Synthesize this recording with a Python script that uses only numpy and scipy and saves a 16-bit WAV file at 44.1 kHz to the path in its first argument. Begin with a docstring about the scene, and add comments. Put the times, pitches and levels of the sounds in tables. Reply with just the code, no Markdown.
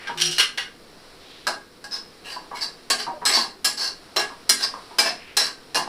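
"""Spatula, bowl and frying onions

In a small tiled kitchen a steel spatula is dragged out of a steel bowl, then stirs onions in a metal pan.
Its blade clanks, scrapes and knocks: showers of tiny impacts ring the modes of the vessel.
The bowl groans and the pan hums as sums of sines; pushed onions rustle as band-passed grains.
Shaped noise makes the faint sizzle and the gas flame; the tiles answer each touch of the blade on metal.
A phone microphone takes it all from one point, in mono."""
import sys
import numpy as np
from scipy import signal
from scipy.fft import rfft, irfft, next_fast_len
from scipy.io import wavfile
from scipy.ndimage import map_coordinates

SR = 44100
rng = np.random.default_rng(int(sys.argv[2]) if len(sys.argv) > 2 else 0)


def to_wav(s):
    """Save 16-bit WAV."""
    ch = np.atleast_2d(s).T  # columns
    pcm = np.round(np.clip(ch, -1, 1) * 32767)  # PCM
    wavfile.write(sys.argv[1], SR, pcm.astype(np.int16))


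N = 259308
BOWL_UNTIL = 1  # s, contacts starting before this are on the bowl, later ones on the pan


def amp(db):
    """Decibels to gain."""
    return 10 ** (np.asarray(db) / 20)


def unit(x):
    """Scale to rms 1."""
    return x / np.sqrt(np.mean(x ** 2) + 1e-20)


def clock(seconds):
    """Sample times from zero."""
    return np.arange(int(seconds * SR)) / SR


def along(points, hz):
    """Join (Hz, value) points on a log frequency axis."""
    points_hz, values = np.transpose(points)
    return np.interp(np.log(hz + 1), np.log(points_hz), values)


def filtered(x, response):
    """Apply a gain that depends on frequency."""
    size = next_fast_len(len(x) + 8192)
    gain = response(np.fft.rfftfreq(size, 1 / SR))
    return irfft(rfft(x, size) * gain, size)[:len(x)]


def coloured(x, spectrum):
    """Weight x by a spectrum in dB and scale it to rms 1."""
    return unit(filtered(x, lambda hz: amp(along(spectrum, hz))))


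def band(x, lo_hz, hi_hz, order):
    """Causal band-pass."""
    edges_hz = [lo_hz, min(hi_hz, SR / 2 - 1)]
    return signal.sosfilt(signal.butter(order, edges_hz, 'bandpass', fs=SR, output='sos'), x)


def add(track, s, sound):
    """Mix a sound in at time s, cut to fit the track."""
    start = round(s * SR)
    part = sound[max(-start, 0):max(N - start, 0)]
    track[max(start, 0):][:len(part)] += part


def slips(size, rate, spread_db):
    """Random tiny impacts of uneven strength and either sign, rate a second."""
    lands = rng.random(size) < rate / SR
    strength = amp(spread_db * rng.standard_normal(size).clip(-2, 2))
    return lands * strength * rng.choice([-1, 1], size)


def wobble(size, rate):
    """A smooth random curve, rate knots a second."""
    knots = rng.standard_normal(int(size * rate / SR) + 4)
    return map_coordinates(knots, [np.arange(size) * rate / SR])


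# Modes of pan and blade together: mode_hz [Hz], level_db [dB relative]
PAN = [(352, -16), (420, -12.5), (660, -7), (748, -10.5), (830, -8), (997, -9), (1106, -8.5), (1210, -11.5),
       (1335, -26), (1593, -7), (1665, -2.5), (1884, -8), (2130, -11), (2348, -25), (2778, -4), (3331, -12),
       (4030, -4.5), (4154, -2.5), (4517, -4), (4680, -7.5), (5014, -0.5), (5134, 0), (5444, -11.5),
       (7531, -16.5), (7999, -13), (9280, -31), (10072, -17)]
# Modes of the steel bowl: mode_hz [Hz], level_db [dB relative]
BOWL = [(800, -1.5), (1250, -1), (1500, -1.5), (1593, 0.5), (2140, -4), (2880, 7.5), (3100, -6),
        (3260, 4.5), (3478, 1), (3700, -7), (4220, -1), (4970, -0.5), (5457, -4), (5600, -1), (8550, -5),
        (9750, -15), (10400, -13)]
# Decay of modes damped by food and hand, at freedom 1: mode_hz [Hz], t60_s [s]
RING = [(350, .2), (450, .15), (1600, .1), (4000, .075), (10000, .07)]
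# Spectrum of the crowd of weaker plate modes: freq_hz [Hz], level_db [dB per Hz, relative]
PLATE = [(150, 15), (260, -5), (520, -3.5), (780, -2), (1150, 0.5), (1420, -4), (1700, 3), (2400, 2),
         (3100, 3.5), (3650, -1.5), (4300, 3.5), (5500, 1.5), (6300, -6), (10400, -5.5), (11500, -15.5),
         (13500, -13), (15000, -18)]


def metal(force, s, favoured_hz, share_db, plate_db, plate_t60, freedom):
    """Ring the vessel; contact favours one mode, and a pressed blade (freedom < 1) shortens the modes."""
    t = clock(.5)

    def mode(hz):
        t60 = freedom * along(RING, hz)
        return unit(amp(-60 * t / t60) * np.sin(2 * np.pi * hz * t))

    def driven(response):
        return unit(signal.fftconvolve(force, response)[:len(force)])

    vessel = BOWL if s < BOWL_UNTIL else PAN
    ring = sum(amp(db) * rng.choice([-1, 1]) * mode(hz) for hz, db in vessel)
    # Each slip lands on a new spot, so the crowded plate modes add up in energy, with no common phase.
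    energy = np.abs(signal.fftconvolve(force ** 2, amp(-60 * t / plate_t60) ** 2)[:len(force)])
    plate = coloured(rng.standard_normal(len(force)), PLATE) * np.sqrt(energy)
    body = unit(driven(ring) + amp(plate_db) * unit(plate))
    return body + amp(share_db) * driven(mode(favoured_hz))


# Registers of the metal, low, mid, high, top: low_edge_hz [Hz], high_edge_hz [Hz]
BANDS = [(340, 1300), (1300, 3850), (3850, 6000), (6000, 17000)]


def voiced(x, band_db, seconds):
    """The angle of the blade sets how strong each register is while the contact lasts."""
    sound = 0
    for (lo_hz, hi_hz), db in zip(BANDS, band_db):
        part = band(x, lo_hz, hi_hz, order=4)
        sound = sound + amp(db) * part / np.std(part[:int(seconds * SR)])
    return sound


# Register balance of a blow on each vessel: low_db, mid_db, high_db, top_db [dB]
PAN_STRUCK = (-3.5, -0.6, 3, -1.5)
BOWL_STRUCK = (-7.5, 8.5, 3, -4.5)


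def struck_balance(s, brightness):
    """A bare edge tilts the ring to the treble, onion under the blade to the bass (dB per octave)."""
    octaves = np.log2(BANDS).mean(axis=1)
    balance = np.array(BOWL_STRUCK if s < BOWL_UNTIL else PAN_STRUCK)
    return balance + brightness * (octaves - octaves.mean())


CLANK_MODE_DB = -7  # favoured mode against the rest of the ring, at the usual chatter
CHATTER_S, WANDER_DB = .012, 5  # usual chatter; each doubling moves the blade and weakens that mode
# Blade strikes metal: start_s [s], chatter_s [s, decay constant], level_db [dB before register balance],
# brightness [dB per octave], favoured_hz [Hz]
CLANKS = [(0.072, 0.0067, -43.5, -4, 1654), (0.175, 0.026, -40.5, 2, 2130),
          (0.382, 0.011, -25.5, 1.4, 4247), (0.575, 0.019, -36, -1, 2806), (1.468, 0.0062, -29.5, -2, 1636),
          (1.841, 0.0047, -44.5, -1.5, 1647), (2.901, 0.0042, -22.5, 1.5, 4596),
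          (3.253, 0.019, -25, 2.1, 7999), (3.645, 0.021, -26, 2.8, 5195), (4.162, .018, -26, -1.2, 5470),
          (4.493, 0.008, -23, 4, 5017), (4.985, 0.0024, -22.5, 2, 5013), (4.99, 0.0074, -25.5, 0.5, 2340),
          (5.368, 0.017, -24.5, 1.96, 5000), (5.746, 0.016, -26.5, -1, 2822)]


def clanks(blow=0.55, settle=0.0014):
    """A first blow, then the springy blade chatters to rest as a dying shower of impacts."""
    track, t = np.zeros(N), clock(.5)
    for s, chatter, db, brightness, favoured_hz in CLANKS:
        envelope = np.exp(-t / chatter) * (1 - np.exp(-t / settle))
        force = slips(len(t), rate=1000, spread_db=9) * envelope
        force /= np.linalg.norm(force)
        force[0] += blow * np.sqrt(CHATTER_S / chatter)  # the shorter the chatter, the harder the edge lands
        plate_db = 5 if s < BOWL_UNTIL else 1.5  # the thin bowl has more crowded modes
        share_db = CLANK_MODE_DB - WANDER_DB * np.log2(chatter / CHATTER_S)
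        ring = metal(force, s, favoured_hz, share_db, plate_db, plate_t60=.03, freedom=1)
        add(track, s, voiced(kitchen(ring), db + struck_balance(s, brightness), 0.044))
    return track


# Register balance of a scrape on each vessel: low_db, mid_db, high_db, top_db [dB]
PAN_SCRAPED = (-3, 6.5, -0.2, -3.5)
BOWL_SCRAPED = (-22, 7, 1.7, -1)
# Gain of each register per dB of squeal: low, mid, high, top [dB per dB]
SQUEAL_SHARES = (-0.067, -0.54, 0.91, 0.31)


def scraped_balance(s, squeal_db):
    """A biting edge squeals in the high register and loses some of its rasp in the middle."""
    balance = np.array(BOWL_SCRAPED if s < BOWL_UNTIL else PAN_SCRAPED)
    return balance + squeal_db * np.array(SQUEAL_SHARES)


SCRAPE_MODE_DB = -1  # favoured mode against the rest of the ring
PRESS_SHARE = 0.33  # part of a scrape over which the hand bears down, before it lets go
# Blade slides on metal: start_s [s], length_s [s], level_db [dB before register balance],
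# squeal_db [dB], favoured_hz [Hz]
SCRAPES = [(0.199, 0.039, -30, 6.5, 3090), (0.233, .14, -38.5, 7.5, 2900), (1.91, 0.065, -43, 15, 5145),
           (2.245, 0.084, -47, -0.5, 2776), (2.289, 0.086, -47, 10.5, 4620), (2.544, 0.063, -45, 4, 2160),
           (2.605, 0.041, -39, 15, 4590), (2.977, 0.064, -38.5, 8, 4630), (3.286, 0.051, -32.5, 4.5, 2150),
           (3.321, 0.083, -30.5, 13, 4570), (3.384, 0.068, -40, 9, 4210), (3.771, .12, -37.5, 13, 4530),
           (4.583, .06, -39.5, 6.5, 1598), (4.62, 0.032, -33.5, 14, 4730), (5.03, 0.082, -32.5, 6, 5130),
           (5.39, 0.037, -32.5, 9, 5450), (5.435, 0.057, -39.5, 10, 4610)]


def scrapes():
    """The edge sticks and slips in uneven bursts as the hand presses and lets go."""
    track, t = np.zeros(N), clock(.5)
    for s, length, db, squeal_db, favoured_hz in SCRAPES:
        pressure = np.interp(t / length, [0, PRESS_SHARE, 1], [.25, 1, .15]) * (t < length)
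        on_rim = s < BOWL_UNTIL  # on the bowl's rim the blade bites harder and stutters
        judder_db = 9 if on_rim else 3.5
        pressure *= amp(judder_db * wobble(len(t), rate=220).clip(-1.5, 1))
        force = slips(len(t), rate=1900, spread_db=2.5) * pressure
        freedom = .38 / (1 + on_rim)
        ring = metal(force, s, favoured_hz, SCRAPE_MODE_DB, plate_db=-2.5, plate_t60=.008, freedom=freedom)
        add(track, s, voiced(kitchen(ring), db + scraped_balance(s, squeal_db), length))
    return track


# Dull knocks of the blade, mostly cushioned by onion: start_s [s], level_db [dB], pitch_hz [Hz]
KNOCKS = [(0.088, -31.5, 952), (1.474, -32, 694), (2.356, -35, 905), (2.512, -34, 970), (3.063, -28.5, 936),
          (3.128, -40.5, 613), (3.213, -34, 950), (3.367, -27.5, 994), (3.435, -41.5, 770),
          (4.175, -32, 688), (4.295, -42, 960), (4.732, -35.5, 982), (4.903, -44.5, 980), (5.05, -31, 720),
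          (5.76, -28, 883), (5.868, -35.5, 960)]


def knocks(width=1.29, judder=0.0098, cushion=0.014):
    """Cushioned blows build up softly; only a band around the pitch and a low thud are heard."""
    track, t = np.zeros(N), clock(.5)
    for s, db, hz in KNOCKS:
        envelope = np.exp(-t / judder) * (1 - np.exp(-t / cushion))
        force = slips(len(t), rate=640, spread_db=6.0) * envelope
        ring = metal(force, s, hz, share_db=-12, plate_db=3, plate_t60=.02, freedom=.3)
        thud = amp(-10) * unit(band(ring, 250, 700, order=3))
        tone = unit(band(ring, hz / width, hz * width, order=2))
        dull = kitchen(tone + thud)
        add(track, s, amp(db) * dull / np.std(dull[:SR // 20]))
    return track


# The whole pan flexing: mode_hz [Hz], level_db [dB re the blow, before a random spread]
HUM = [(163, -34), (233, -20.5), (275, -21), (352, -34)]


def pan_hum(t60=0.74, spread_db=2):
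    """Every clank on the pan leaves its slow bending modes humming, as decaying sines."""
    track, t = np.zeros(N), clock(.8)
    for s, chatter, blow_db, *_ in CLANKS:
        if s > BOWL_UNTIL:
            modes = 0
            for hz, db in HUM:
                modes = modes + amp(db + spread_db * rng.standard_normal()) * np.sin(2 * np.pi * hz * t)
            add(track, s, amp(blow_db - 60 * t / t60) * (1 - np.exp(-t / chatter)) * modes)
    return track


# The bowl bending under the drag: mode_hz [Hz], level_db [dB rms at drag 1]
FLEX = [(161.5, -40), (355.3, -37.5), (748.3, -49.5)]


def bowl_flex(start=0.11, ramp_end=0.32, end=0.31, t60=0.43):
    """The thin bowl groans while the blade is drawn over its rim, then its bending modes die away."""
    t = np.arange(N) / SR
    drag = np.interp(t, [start, ramp_end, end], [0, 1.2, .6]) * amp(-60 * np.maximum(t - end, 0) / t60)
    return drag * sum(amp(db) * np.sqrt(2) * np.sin(2 * np.pi * hz * t) for hz, db in FLEX)


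# Onions pushed over the hot metal: start_s [s], length_s [s], level_db [dB before the swell], pitch_hz [Hz]
SWISHES = [(-0.04, 0.19, -41.5, 2030), (1.194, 0.31, -48.5, 4020), (5.142, 0.23, -46, 2450)]


def swishes(width=1.22):
    """Wet pieces rustle softly ahead of the blade: band-passed grains that swell and fade."""
    track = np.zeros(N)
    for s, length, db, hz in SWISHES:
        t = clock(length)
        grains = band(slips(len(t), rate=4000, spread_db=2), hz / width, hz * width, order=1)
        rustle = unit(band(grains, 300, 3200, order=2))
        add(track, s, amp(db) * rustle * np.sqrt(np.sin(np.pi * t / length)))
    return track


SIZZLE_DB, SIZZLE_DRIFT_DB = -49.5, 2  # level of the frying and its slow drift
# Spectrum of the frying: freq_hz [Hz], level_db [dB per Hz, relative]
SIZZLE = [(240, -70), (400, -24.5), (488, -9.5), (527, -5.5), (726, -3), (796, -6.5), (1240, -6),
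          (2550, -12), (3620, -12), (3970, -7.5), (5650, -11), (6190, -23.5), (10100, -19.5), (14100, -50),
          (15500, -38)]
# Spectrum of the gas flame: freq_hz [Hz], level_db [dB per Hz, relative]
FLAME = [(20, -0.5), (45, -20), (65, -10), (120, -13), (165, -9), (300, -7.5), (480, -5.5), (800, -35.5)]


def stove():
    """The hiss of frying onions, noise and tiny bursts, over the low rush of the flame."""
    heat_db = SIZZLE_DB + SIZZLE_DRIFT_DB * wobble(N, rate=2.76) + 0.28 * wobble(N, rate=28)
    bursts = unit(slips(N, rate=1500, spread_db=4))  # tiny steam bursts in the oil
    sizzle = coloured(rng.standard_normal(N) + amp(-7.5) * bursts, SIZZLE)
    flame = coloured(rng.standard_normal(N), FLAME)
    return amp(heat_db) * sizzle + amp(-51.0) * flame


# Decay of the tiled room: freq_hz [Hz], t60_s [s]
KITCHEN = [(200, 0.47), (530, 0.26), (1400, 0.32), (3700, 0.25), (9700, 0.26), (15000, 0.12)]


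def kitchen(x, gap=0.0012):
    """Direct sound plus an equally strong answer of the tiles, new for each contact of the blade."""
    hz, t, z = signal.stft(rng.standard_normal(SR // 2), SR, nperseg=256)
    decay = amp(-60 * t / along(KITCHEN, hz)[:, None])
    tail = signal.istft(z * decay, SR, nperseg=256)[1]
    tail *= 1 - np.exp(-np.arange(len(tail)) / SR / gap)  # the answer builds up after the direct sound
    return x + signal.fftconvolve(x, tail / np.linalg.norm(tail))[:len(x)]


def scene():
    """Everything at the stove, heard from one point."""
    return (clanks() + scrapes() + knocks() + pan_hum() + bowl_flex() + swishes() + stove())[None]


TOP_HZ = 15250  # band limit of the phone


def record(dry):
    """The phone rounds off the highest peaks and cuts steeply above its band limit."""
    rounded = dry[0] / (1 + (np.abs(dry[0]) / .9) ** 8) ** (1 / 8)
    return filtered(rounded, lambda hz: 1 / np.sqrt(1 + (hz / TOP_HZ) ** 120))[None]


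dry = scene()
out = record(dry)
to_wav(out)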